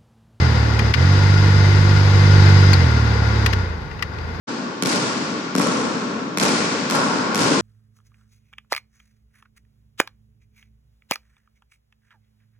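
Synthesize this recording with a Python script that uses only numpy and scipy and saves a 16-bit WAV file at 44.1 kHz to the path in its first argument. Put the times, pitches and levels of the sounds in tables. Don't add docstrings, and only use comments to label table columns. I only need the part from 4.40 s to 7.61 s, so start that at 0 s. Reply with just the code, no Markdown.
import sys
import numpy as np
from scipy import signal
from scipy.io import wavfile
from scipy.ndimage import uniform_filter1d

SR = 44100
rng = np.random.default_rng(int(sys.argv[2]) if len(sys.argv) > 2 else 0)


def wrap_up_sound(samples):
    columns = np.atleast_2d(samples).T
    tamed = np.clip(columns, -1, 1)
    steps = np.round(tamed * 32767).astype(np.int16)
    wavfile.write(sys.argv[1], SR, steps)


N = 141561
LEAD_SAMPLES = 22050

# start_s, crack_db, thump_db, ring_db,
# low_knock_db, high_knock_db, tail_gap_s, thump_tail_db, ring_tail_db, crack_tail_db
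BOUNCES = [(-.35, -10, -17, -22, -41, -41, .021, 2, 4.5, 0),
           (0.425, -6, -10, -23.5, -22.5, -19, 0.017, -5, 6.5, -1),
           (1.1518, -8.5, -7.5, -13, -23, -12, 0.015, -5.5, -3.5, -0.5),
           (1.9732, -5, -15.5, -16, -14.5, -15, 0.018, 2, .5, 0.5),
           (2.5, -8, -15.5, -17.5, -23, -32, 0.0076, 1, 4.5, -2),
           (2.947, -9.5, -12.5, -19.5, -29, -18, .016, 1.5, 4.5, 4.5)]
# arrival_s, left_db, right_db, left_lag_ms, thump_db, ring_db
ARRIVALS = [(0.4243, 3, 1, -0.1, 0, 0), (0.4329, -10, -15, 0.3, -20, 2), (0.4351, -5, -1, 0.7, -2, -6),
            (0.4507, -10, -16, 0, -4, -14), (0.4527, -12, -11, 0.5, -11, -4), (0.4571, -10, -8, 0, 1, -8),
            (0.4592, 0, -2, -0.3, -20, -8), (0.472, -11, 1, -3.1, -4, -1), (0.4974, -14, -7, 0, -20, 0),
            (0.5177, -7, -7, -0.1, -13, -1), (0.5251, -6, -5, 0.4, -20, -4), (0.5598, 1, -4, -0.3, -4, 0),
            (1.1522, 0, -3, -0.1, 0, 0), (1.1627, -5, -1, 0.5, -5, -13), (1.1788, -7, -13, -0.4, 0, -10),
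            (1.1834, 2, 0, -0.4, -11, -6), (1.1959, -8, 1, 0.5, -6, -6), (1.2003, -9, -12, 0, -3, -1),
            (1.2107, -12, -3, 0.1, -17, -7), (1.2171, -5, 2, 0.1, -20, -7), (1.271, -2, -4, 0.1, -10, -5),
            (1.9741, 1, -1, -0.1, 0, 0), (1.9844, -5, 1, 0.5, -3, -7), (1.9995, 1, -1, -0.3, -20, -7),
            (2.0069, -8, -5, 0.1, 1, -6), (2.0118, -12, -1, 0.1, -3, -14), (2.0173, -6, -8, -0.1, 0, -7),
            (2.0266, -4, 0, 0.2, -20, -4), (2.0312, -5, -3, 0.1, -5, -6), (2.0355, -7, 3, 0.3, -20, -7),
            (2.0433, -8, -4, -0.1, -20, -8), (2.0532, -2, -4, 0, -17, -3), (2.0897, 0, -4, 0, -2, -7),
            (2.0955, -21, -16, 0, -7, -5), (2.5, 1, -1, -0.1, -7, 0), (2.51, -1, 2, 0.4, -1, -4),
            (2.5226, -4, -8, 0.9, -6, 0), (2.5329, -10, -4, 0.2, 1, -10), (2.5483, -5, -11, 0.1, -20, -1),
            (2.552, -7, 1, 0.1, -10, 0), (2.5636, -5, -7, 0.5, -11, -2), (2.5738, -5, -12, 0, -19, -1),
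            (2.5888, -4, -5, -0.3, -20, -6), (2.6152, -3, -22, 0, -20, -2), (2.9471, 3, 0, 0, -4, 0),
            (2.9567, 0, 5, 0.4, -1, -7), (2.9663, 0, -2, -0.2, -3, -5), (2.978, -7, 3, 0.4, -7, -6),
            (2.9918, -4, -5, 0, -20, 0), (3.0083, -7, -1, 0.1, -7, -4), (3.0146, -4, -13, 0, -20, -1),
            (3.0357, -9, -3, 0, 0, -4), (3.0466, -2, -8, 0, -19, -1)]
# frequency_hz, level_db
CRACK_SPECTRUM = [(300, -2), (1200, 13), (2500, 12), (3500, 12.5), (5000, 10), (9000, 11), (12000, 5.5),
                  (14400, -8), (15000, -19), (16000, -41)]
# pitch_hz, level_db, t60_s
THUMP_MODES = [(181, -6, 0.034), (260.6, -0.5, 0.032), (431, 1, 0.017), (636, 1, 0.0058)]
# pitch_hz, level_db, t60_s
RING_MODES = [(929, -3, 0.015), (1097, 3, 0.017), (1353, 2.5, 0.016), (1580, -11.5, 0.0087)]
# pitch_hz, level_db, t60_s
KNOCK_MODES = [(2600, 0, .005), (5000, -4, .004)]
# frequency_hz, t60_s
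TAIL_DECAY = [(60, 0.93), (120, 4.5), (250, 7.06), (500, 3.12), (1000, 4.72), (2000, 4.15), (4000, 3.06),
              (7000, 2.15), (9000, 1.43), (10500, 0.76), (12000, 0.2), (15000, .2)]
# frequency_hz, level_db
HALL_COLOUR = [(40, 14), (100, 4), (200, -2), (330, -1.5), (500, 2), (780, -1), (1100, -0.5), (1800, 2),
               (2600, 1.5), (3500, -1.5), (4500, -1.5), (7000, 1), (10000, -2), (12000, 1.5), (15000, -3)]
# frequency_hz, likeness (1 = same, 0 = independent)
HALL_LIKENESS = [(30, 0.29), (70, .93), (150, 1), (300, 0.8), (600, 0.46), (1100, 0), (15000, 0)]
# frequency_hz, level_db
MIC_LEFT = [(40, -25.5), (120, 2.5), (250, 1), (2000, -2), (3500, 1.5), (5000, 9.5), (6500, -1.5),
            (10000, -13.5), (12500, -6), (15000, 8)]
MIC_RIGHT = [(40, -32.5), (120, 2), (250, -1), (2000, -3.5), (3500, -2), (5000, 0.5), (7300, 0),
             (10000, -1.5), (15000, 2.5)]

THUMP_RISE_S, RING_RISE_S = .0015, .0003
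THUMP_LATE_S = .0006
DETUNE_RATIO = .012
HALL_DB, HALL_KNOCK_DB = 24, -10.5
BODY_BUILD_S, CRACK_BUILD_S = .018, .026
ECHOES_PER_S3 = 2000000
LUMPS_DB, LUMP_S, LUMPS_LAST_S = 2.0, .006, .25
SPREAD_S = .000105
SCATTER_DB, SCATTER_T60_S = -23, .02
SECOND_S, SECOND_DB = .0009, -8
FADE_START_S, FADE_S, EDGE_HZ = 0.07, 0.018, 15700


def gain_of(db):
    return 10 ** (np.asarray(db) / 20)


def read(points, hz):
    table_hz, value = np.transpose(points)
    return np.interp(np.log(hz + 1), np.log(table_hz + 1), value)


def causal(points, size=2048):
    hz = abs(np.fft.fftfreq(size, 1 / SR))
    log_gain = read(points, hz) * np.log(10) / 20
    spectrum = np.exp(np.conj(signal.hilbert(log_gain)))
    return np.fft.ifft(spectrum).real[:size // 2]


def echo_taps(size, gap_s, build_s):
    t = np.maximum(np.arange(size) / SR - gap_s, 0)
    share = np.clip(ECHOES_PER_S3 * (t + gap_s) ** 2 / SR, 1e-4, 1)
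    present = rng.random((2, size)) < share
    taps = rng.standard_normal((2, size)) * present / np.sqrt(share * SR)
    lumps = uniform_filter1d(rng.standard_normal(size), round(LUMP_S * SR))
    lumps = lumps * np.sqrt(LUMP_S * SR)
    taps = taps * gain_of(LUMPS_DB * lumps * np.exp(-t / LUMPS_LAST_S))
    return taps * (1 - np.exp(-t / build_s))


def hall_tail(size, gap_s, build_s):
    hz, frame_s, z = signal.stft(echo_taps(size, gap_s, build_s), SR, nperseg=256)
    same = np.clip(read(HALL_LIKENESS, hz), -1, 1)[:, None]
    right = same * z[0] + np.sqrt(1 - same ** 2) * z[1]
    decay = gain_of(-60 * frame_s / read(TAIL_DECAY, hz)[:, None])
    tail = signal.istft(np.array([z[0], right]) * decay, SR, nperseg=256)[1]
    return signal.oaconvolve(tail, causal(HALL_COLOUR)[None], axes=1)


def single_paths(start_s, until_s, size):
    cracks, thumps, pings = np.zeros((3, 2, size))
    near = np.arange(-16, 17)
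    for at_s, left_db, right_db, lag_ms, thump_db, ring_db in ARRIVALS:
        if start_s - .002 < at_s < until_s - .002:
            channel_s = np.array([at_s + lag_ms / 1000, at_s])
            where = LEAD_SAMPLES + np.round(SR * channel_s).astype(int)
            variance = .25 + (SR * SPREAD_S) ** 2 * abs(at_s - start_s)
            pulse = np.exp(-near ** 2 / variance / 2)
            pulse = pulse / pulse.sum()
            cracks[[[0], [1]], where[:, None] + near] += gain_of([[left_db], [right_db]]) * pulse
            thumps[[0, 1], where] += gain_of(thump_db)
            pings[[0, 1], where] += gain_of(ring_db)
    sample_decay = gain_of(-60 / (SCATTER_T60_S * SR))
    smear = signal.lfilter([gain_of(SCATTER_DB)], [1, -sample_decay], cracks)
    cracks = cracks + gain_of(SECOND_DB) * np.roll(cracks, round(SECOND_S * SR), axis=1)
    return cracks + smear * rng.standard_normal(cracks.shape), thumps, pings


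def rings(modes, rise_s, late_s=0, weight=-1, size=4096):
    t = np.maximum(np.arange(size) / SR - late_s, 0)
    tune = 1 + DETUNE_RATIO * rng.standard_normal(len(modes))
    total = np.zeros(size)
    for k, (hz, db, t60_s) in enumerate(modes):
        decay = gain_of(db - 60 * t / t60_s)
        total += weight ** k * decay * np.sin(2 * np.pi * hz * tune[k] * t)
    return (1 - np.exp(-t / rise_s)) * total


def bounce(crack_db, thump_db, ring_db, low_db, high_db):
    crack = -gain_of(crack_db) * causal(CRACK_SPECTRUM, size=8192)
    thump = gain_of(thump_db) * rings(THUMP_MODES, THUMP_RISE_S, THUMP_LATE_S)
    ring = gain_of(ring_db) * rings(RING_MODES, RING_RISE_S, weight=0.83)
    low_knock = -gain_of(low_db) * rings(KNOCK_MODES[:1], 1 / SR)
    high_knock = gain_of(high_db) * rings(KNOCK_MODES[1:], 1 / SR)
    return crack, thump, ring, low_knock + high_knock


def scene():
    size = N + LEAD_SAMPLES
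    out = np.zeros((2, size))
    ends_s = [row[0] for row in BOUNCES[1:]] + [N / SR]
    for row, until_s in zip(BOUNCES, ends_s):
        start_s, *parts_db, gap_s, thump_tail_db, ring_tail_db, crack_tail_db = row
        crack, thump, ring, knocks = bounce(*parts_db)
        trains = single_paths(start_s, until_s, size)
        for train, part in zip(trains, (crack + knocks, thump, ring)):
            out += signal.oaconvolve(train, part[None], axes=1)[:, :size]
        first = LEAD_SAMPLES + round(start_s * SR)
        body = gain_of(thump_tail_db) * thump + gain_of(ring_tail_db) * ring
        sharp = gain_of(crack_tail_db) * (crack + gain_of(HALL_KNOCK_DB) * knocks)
        for part, build_s in (body, BODY_BUILD_S), (sharp, CRACK_BUILD_S):
            echoes = hall_tail(size - first, gap_s, build_s)
            tail = signal.oaconvolve(echoes, part[None], axes=1)
            out[:, first:] += gain_of(HALL_DB) * tail[:, :size - first]
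    return out[:, LEAD_SAMPLES:]


def record(dry):
    microphones = np.array([causal(MIC_LEFT), causal(MIC_RIGHT)])
    heard = signal.oaconvolve(dry, microphones, axes=1)[:, :N]
    progress = np.clip((np.arange(N) / SR - FADE_START_S) / FADE_S, 0, 1)
    fade = np.sin(np.pi / 2 * progress) ** 2
    low_pass = signal.firwin(511, EDGE_HZ, window=("kaiser", 9), fs=SR)
    return signal.oaconvolve(heard * fade, low_pass[None], "same")


dry = scene()
out = record(dry)
wrap_up_sound(out)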